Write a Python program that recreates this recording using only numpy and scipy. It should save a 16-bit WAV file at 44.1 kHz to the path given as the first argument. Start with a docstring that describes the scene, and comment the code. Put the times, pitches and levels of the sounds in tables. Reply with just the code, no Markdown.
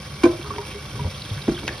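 """A tap runs steadily into a steel sink full of live crabs.
The aerated jet hisses, spatters on the shells, traps tiny bubbles and drums on the basin floor.
Crabs are handled: two bodies knock and set the steel ringing, the basin thumps,
legs tap, and shells drag and click. The sink walls and a small kitchen add short reflections."""
import sys
import numpy as np
from scipy import signal
from scipy.fft import rfft, irfft, next_fast_len
from scipy.io import wavfile

SR = 44100
rng = np.random.default_rng(int(sys.argv[2]) if len(sys.argv) > 2 else 0)


def materialize(psi):
    """Save the field psi as 16-bit PCM at rate SR to the path in sys.argv[1].

    A 1-D psi becomes a single channel; in a 2-D psi each row is a channel.
    """
    bounded = np.clip(np.atleast_2d(psi).T, -1, 1)
    quanta = np.round(bounded * 32767).astype(np.int16)
    wavfile.write(sys.argv[1], SR, quanta)


N = 79380
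T = np.arange(N) / SR


# tone of the jet's hiss and spatter: freq_hz, level_db
SPLASH_TONE = [(60, -31), (300, 9), (500, 3.5), (750, 3), (1130, 3), (1550, 3), (1850, -2.5), (2300, 1.5),
               (2900, -3.5), (3400, 1), (4000, -6), (4700, -4), (5600, 1), (7000, -11), (8000, -12),
               (9300, -4), (11500, -11.5), (14000, -20.5), (16000, -28)]
# the splash rides up and down as crabs shift under the jet: time_s, gain_db
SPLASH_RIDE = [(0, -2), (.3, 0), (.6, -1.5), (.9, -1), (1.25, 0.7), (1.55, -0.5), (1.8, -0.5)]

def splash():
    """The jet hisses, its drops spatter and small bubbles ring briefly."""
    hiss_db, spatter_db, bubble_db = -45.5, -44.5, -48
    spatter = unit_rms(colour(impacts(per_s=3000, spread_db=3), SPLASH_TONE))
    bubbles = droplets(per_s=500, spread_db=2.5, low_hz=1260, high_hz=5350, ring_cycles=17.4)
    hiss = from_db(hiss_db) * noise(SPLASH_TONE)
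    water = hiss + from_db(spatter_db) * spatter * flurries() + from_db(bubble_db) * bubbles
    return water * fader(SPLASH_RIDE)


# EQ of the spray that lands all round the sink: freq_hz, gain_db
SPRAY_EQ = [(100, -25), (350, -9), (700, 0), (1200, -2), (1900, -4), (3000, 2), (5000, 1), (7000, -6),
            (16000, -8)]

def stream():
    """The splash under the jet sits in the centre; scattered spray spreads it wide."""
    centre = splash()
    spray = colour(np.array([splash(), splash()]), SPRAY_EQ)
    return centre + from_db(-4.5) * spray


# spatter as the lifted crab breaks up the jet: time_s, level_db
SPATTER_RIDE = [(0, -65), (1.08, -52.5), (1.23, -46), (1.34, -54), (1.54, -52.5), (1.63, -60), (1.8, -42)]
# large drops bursting on the shells: start_s, level_db, pitch_hz
SPLATS = [(1.1446, -36.5, 3370), (1.2194, -31, 4030), (1.251, -34.5, 3560), (1.3004, -32, 3360),
          (1.3707, -37, 3520), (1.4189, -32, 3910), (1.4685, -39, 3410), (1.5465, -33, 3380),
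          (1.5666, -34.5, 3150), (1.5887, -31, 3350), (1.7258, -33, 4460)]

def shell_spatter():
    """Water glances off the lifted crab: dense droplets, and large splats that each trap a bubble."""
    swell_s, t60_s = .00043, .024
    fine_drops = droplets(per_s=650, spread_db=0, low_hz=2590, high_hz=4800, ring_cycles=26)
    out = fader(SPATTER_RIDE) * fine_drops
    spray = rng.standard_normal(N)
    for start, db, hz in SPLATS:
        burst = unit_rms(band(spray, hz, width_hz=.38 * hz)) * envelope(start, swell_s, t60_s)
        bubble_ping = from_db(2) * ring(start, hz, swell_s, t60_s)
        out = out + from_db(db) * (burst + bubble_ping)
    return out


# resonances of the basin under the jet: pitch_hz, width_hz, level_db
BASIN_RESONANCES = [(52.4, 42, -47), (76.2, 7.4, -45), (101.5, 27, -44), (139.3, 24.6, -42.5),
                    (201.8, 39, -48), (312.6, 25, -57), (395, 103, -55.5), (505.3, 47, -53),
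                    (595, 47, -54.5), (1125, 87, -52), (2267, 130, -53)]

def drumming():
    """Falling water keeps the basin sounding; its higher resonances are wider in stereo."""
    out, widest_from_hz = 0, 650
    for hz, width_hz, db in BASIN_RESONANCES:
        drive = rng.standard_normal((2, N + SR))   # an extra second lets the resonance build
        mid, side = unit_rms(band(drive, hz, width_hz)[:, SR:])
        side_share = .3 * min(hz / widest_from_hz, 1) ** 2
        out = out + from_db(db) * (unit_rms(mid) + side_share * side * np.array([[1], [-1]]))
    return out


# bodies landing and settling: start_s, level_db, spot (0 to 2), ring_share (1 = undamped), crack_db
KNOCKS = [(0.2353, 0, 0.039, 0.93, -18), (.2545, -9.5, 1.85, 0.73, -25.5), (.39, -22, 0.23, 0.35, -70),
          (1.481, -2, 1.02, 0.25, -32), (1.4931, 5.5, 0.55, 0.08, -34), (1.514, -19.5, 0.84, 1, -35),
          (1.633, -35, 1, 0.9, -37), (1.69, -32, 0.98, 0.65, -52)]
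# modes of the steel: pitch_hz, t60_s, pan_left_db, spot_0_db, spot_1_db, spot_2_db
STEEL_MODES = [(225, 0.16, 0, -38, 1.5, -40), (244.6, 0.16, 0, -11, -8, -29), (295, .14, -1, -6.5, -7, -23),
               (327.3, 0.27, 0, -10, -39, -11), (347.9, 0.25, .5, -2.5, -3, -22),
               (380, 0.36, -1, -25, -11.5, -30), (502.6, 0.13, 0, -29, -35, 4),
               (628, 0.48, -2, -29, -28, -26), (657.6, 0.16, -4, -29, -13, -5.5),
               (786, 0.2, 4, -29, -20, -34), (1012, 0.28, 8, -19.5, -59, -14),
               (1044, .14, 0, -14, -54, -25), (1312, 0.54, 0, -37, -61, -35),
               (1541, 0.14, 2, -26.5, -29, -11.5), (2275, 0.085, -12, -22, -60, -38),
               (2375, 0.072, -12, -20, -48, -44)]
# tone of shell hitting steel: freq_hz, level_db
CRACK_TONE = [(200, 2.5), (900, 4.5), (1700, -1), (2800, -11), (4000, -10.5), (6000, -11.5), (10000, -21),
              (16000, -53)]

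def knocks():
    """A shell cracks on the steel, whose modes ring according to the spot; a resting body damps them."""
    lead_s = .0013   # the shell touches just before the steel gives
    out, crack = 0, noise(CRACK_TONE)
    for start, db, spot, ring_share, crack_db in KNOCKS:
        for k, (hz, t60_s, pan_db, *spot_db) in enumerate(STEEL_MODES):
            stereo_db = db + np.interp(spot, [0, 1, 2], spot_db) + pan_db * PAN
            polarity = (-1) ** (k // 2)
            mode = ring(start, hz, swell_s=.0048, t60_s=t60_s * ring_share)
            out = out + polarity * from_db(stereo_db) * mode
        out = out + from_db(crack_db) * crack * envelope(start - lead_s, HARD_ATTACK_S, t60_s=.075)
    return out


# soft, low bumps: start_s, level_db, pitch_hz
THUMPS = [(0.252, -30, 112), (0.486, -29.5, 102), (0.941, -21.5, 117), (0.997, -22.5, 90.6),
          (1.006, -23, 141.3), (1.05, -16, 88.5), (1.139, -30.5, 120), (1.313, -19, 106.5),
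          (1.365, -26, 141.4), (1.482, -20.5, 162.4), (1.486, -27, 53), (1.605, -35, 86.5)]

def thumps():
    """Soft bumps flex the floor of the basin."""
    return sum(from_db(db) * ring(start, hz, swell_s=.0009, t60_s=.18) for start, db, hz in THUMPS)


# legs on the basin: start_s, level_db, pitch_hz, answer_db
LEG_TAPS = [(.443, -33.5, 1102, -29.5), (0.462, -32, 1240, -29), (0.505, -18.5, 1125, -24),
            (0.556, -36, 1295, -23.5), (0.5821, -23, 936, -17.5), (0.746, -36.5, 1136, -22.5),
            (0.951, -33, 1127, -30.5), (0.9932, -22.5, 970, -27), (1.044, -30, 976, -27.5)]

def leg_taps():
    """A leg lands with a hollow tap and a little scuff; the basin answers with a lower note."""
    swell_s, t60_s = .0012, .06
    out, scuff = 0, from_db(-13.5) * noise(CRACK_TONE)
    for start, db, hz, answer_db in LEG_TAPS:
        tap = ring(start, hz, swell_s, t60_s) + scuff * envelope(start, swell_s, t60_s)
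        answer = ring(start, hz=407.9, swell_s=.01, t60_s=.13)
        out = out + from_db(db) * tap + from_db(answer_db) * answer
    return out


# shell and claw clicks: start_s, level_db, pitch_hz, t60_s, snap_over_ring_db
CLICKS = [(0.561, -27, 3140, .0084, -5), (0.5833, -20, 1960, 0.0031, -5.5), (0.7127, -31, 2560, 0.031, -30),
          (1.578, -28, 1570, 0.018, -28), (1.6786, -14, 2540, 0.016, -12.5), (1.6799, -22, 1590, 0.027, -9),
          (1.6905, -17.5, 1750, 0.024, -14)]
# tone of the snap: freq_hz, level_db
SNAP_TONE = [(300, -4), (1000, 7), (1600, -2), (2500, -4), (5000, -8), (9000, -22), (16000, -37)]
# faint ring of the lifted crab's shell: pitch_hz, level_db, t60_s
SHELL_MODES = [(1766, -35, 0.35), (2020, -34, 0.1), (2230, -25, 0.053)]

def shell_clicks():
    """Hard shell on shell: a snap and one short ring; the lifted shell rings on."""
    out, snap_noise, shell_start_s = 0, noise(SNAP_TONE), 1.68
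    for start, db, hz, t60_s, snap_db in CLICKS:
        snap = from_db(snap_db) * snap_noise * envelope(start, HARD_ATTACK_S, t60_s=.018)
        out = out + from_db(db) * (ring(start, hz, HARD_ATTACK_S, t60_s) + snap)
    for hz, db, t60_s in SHELL_MODES:
        out = out + from_db(db) * ring(shell_start_s, hz, HARD_ATTACK_S, t60_s)
    return out


# brittle top on the hardest hits: start_s, level_db
TICKS = [(0.2376, -23.5), (1.6787, -20.5)]
# tone of the tick: freq_hz, level_db
TICK_TONE = [(1500, -9), (3500, 2), (5500, 1), (9500, -12.5), (16000, -22)]

def edge_ticks():
    """A very short, bright burst as a shell edge strikes."""
    bursts = sum(from_db(db) * envelope(start, HARD_ATTACK_S, t60_s=.016) for start, db in TICKS)
    return noise(TICK_TONE) * bursts


# shells dragging over the steel: start_s, length_s, level_db, centre_hz
SCUFFS = [(0.299, 0.075, -38, 550), (0.432, 0.071, -42, 970), (0.523, 0.051, -38.5, 980),
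          (0.592, 0.064, -42, 950), (0.691, 0.063, -44, 2700), (0.458, 0.16, -41, 237),
          (0.927, 0.17, -34, 151), (1.026, 0.072, -37, 500), (1.055, 0.064, -35.5, 167),
          (1.367, 0.03, -40.5, 1540), (1.457, 0.1, -33, 142), (1.592, 0.17, -37, 284),
          (1.665, 0.1, -41.5, 1710), (1.668, 0.14, -42.5, 674)]

def scuffs():
    """A drag is a run of tiny slips into a broad resonance, swelling and fading."""
    out = 0
    for start, length, db, hz in SCUFFS:
        slips = impacts(per_s=1400, spread_db=2.5)
        stroke = np.sin(np.pi * np.clip((T - start) / length, 0, 1))
        out = out + from_db(db) * stroke * unit_rms(band(slips, hz, width_hz=.71 * hz))
    return out


# EQ of the sink and kitchen reverb: freq_hz, gain_db
REVERB_EQ = [(100, -35), (350, -17), (700, -1), (1200, -3), (1900, -4), (3000, 2), (5000, 1), (7000, -7),
             (16000, -9)]

def reflections(x, t60_s):
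    """Walls throw the sound back as a diffuse tail, different at each ear."""
    tail = rng.standard_normal((2, N)) * envelope(.001, .001, t60_s)
    tail = tail / np.sqrt(np.sum(tail ** 2, axis=1, keepdims=True))
    tail = colour(tail, REVERB_EQ)[:, :SR // 2]
    return signal.fftconvolve(x, tail, axes=1)[:, :N]


def droplets(per_s, spread_db, low_hz, high_hz, ring_cycles):
    """Tiny bubbles at many pitches, each dying by 60 dB over ring_cycles; unit power."""
    pitches = np.geomspace(low_hz, high_hz, 40)
    births = impacts(per_s, spread_db)
    pitch_index = rng.integers(0, len(pitches), N)
    width_share = np.log(1000) / np.pi / ring_cycles
    pings = sum(resonate(births * (pitch_index == k), hz, width_share * hz)
                for k, hz in enumerate(pitches))
    return unit_rms(flurries() * pings)


def flurries(depth_db=2.5, speed_hz=30):
    """Drops and bubbles come in flurries: a gain that swells and sinks quickly at random."""
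    lowpass = signal.butter(2, speed_hz, fs=SR, output="sos")
    wander = signal.sosfilt(lowpass, rng.standard_normal(N + SR))[SR:]
    return from_db(depth_db * unit_rms(wander))


def impacts(per_s, spread_db):
    """Random clicks; spread_db lifts a few above the many small ones."""
    sizes = from_db(spread_db * np.minimum(rng.exponential(1, N), 5))
    return (rng.random(N) < per_s / SR) * sizes * rng.choice([-1, 1], N)


def noise(tone):
    """Coloured noise of unit power."""
    return unit_rms(colour(rng.standard_normal(N), tone))


def ring(start, hz, swell_s, t60_s):
    """One struck mode."""
    return envelope(start, swell_s, t60_s) * np.sin(2 * np.pi * hz * (T - start))


def envelope(start, swell_s, t60_s):
    """Swells from the start and dies away."""
    age = np.maximum(T - start, 0)
    return (1 - np.exp(-age / swell_s)) * np.exp(-np.minimum(np.log(1000) * age / t60_s, 50))


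def resonate(x, hz, width_hz):
    """One resonance with unity gain at its peak."""
    r = np.exp(-np.pi * width_hz / SR)
    feedback = [1, -2 * r * np.cos(2 * np.pi * hz / SR), r * r]
    return signal.lfilter(np.array([1, 0, -1]) * (1 - r * r) / 2, feedback, x + 1e-18)


def band(x, hz, width_hz):
    """The same resonance twice, for steeper skirts."""
    return resonate(resonate(x, hz, width_hz), hz, width_hz)


def colour(x, curve):
    """Apply a smooth EQ curve."""
    size = x.shape[-1]
    return irfft(rfft(x) * from_db(at_hz(curve, np.fft.rfftfreq(size, 1 / SR))), size)


def at_hz(curve, hz):
    """Read an EQ curve on a log-frequency axis."""
    freqs, db = np.transpose(curve)
    return np.interp(np.log(hz + 1), np.log(freqs), db)


def fader(ride):
    """Turn a level ride into a gain over time."""
    return from_db(np.interp(T, *np.transpose(ride)))


def from_db(db):
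    """Decibels to gain."""
    return 10 ** (np.asarray(db) / 20)


def unit_rms(x):
    """Scale to unit power."""
    return x / np.sqrt(np.mean(x ** 2) + 1e-20)


HARD_ATTACK_S = .00014   # onset of every crack, click and tick
PAN = np.array([[.5], [-.5]])   # splits a left-minus-right amount between the channels

def scene():
    """Water and crabs in the sink, in a small kitchen."""
    water = stream() + shell_spatter() + drumming()
    crabs = knocks() + thumps() + leg_taps() + scuffs() + shell_clicks() + edge_ticks()
    sink = water + crabs
    sink_walls = from_db(-6.5) * reflections(sink, t60_s=.035)
    kitchen = from_db(-16) * reflections(sink, t60_s=.4)
    return sink + sink_walls + kitchen


# phase lead of the left microphone port: freq_hz, lead_rad
LEFT_LEAD = [(0, 0), (160, -.06), (330, -.24), (500, -.4), (1120, -.6), (1900, 0), (2500, .8), (4700, .3),
             (5600, 1.0), (7300, 3.14), (10500, 6.28), (13400, 9.42), (16000, 12.5)]
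# slight lift of the right port over the left: freq_hz, gain_db
RIGHT_LIFT = [(300, 0), (1200, .9), (1900, .6), (3200, 2.6), (6000, .2)]

def record(dry):
    """Two spaced microphone ports; rumble is cut, peaks are rounded and the top is rolled off."""
    low_cut_hz, high_cut_hz, ceiling = 36, 15800, .95
    size = next_fast_len(N + SR // 10)
    hz = np.fft.rfftfreq(size, 1 / SR)
    phase = np.exp(1j * PAN * np.interp(hz, *np.transpose(LEFT_LEAD)))
    balance = from_db(-PAN * at_hz(RIGHT_LIFT, hz))
    heard = irfft(rfft(dry, size) * phase * balance, size)[:, :N]
    heard = signal.sosfilt(signal.butter(3, low_cut_hz, "high", fs=SR, output="sos"), heard)
    heard = heard / (1 + (heard / ceiling) ** 6) ** (1 / 6)
    return signal.sosfilt(signal.ellip(10, .1, 70, high_cut_hz, fs=SR, output="sos"), heard)


dry = scene()
out = record(dry)
materialize(out)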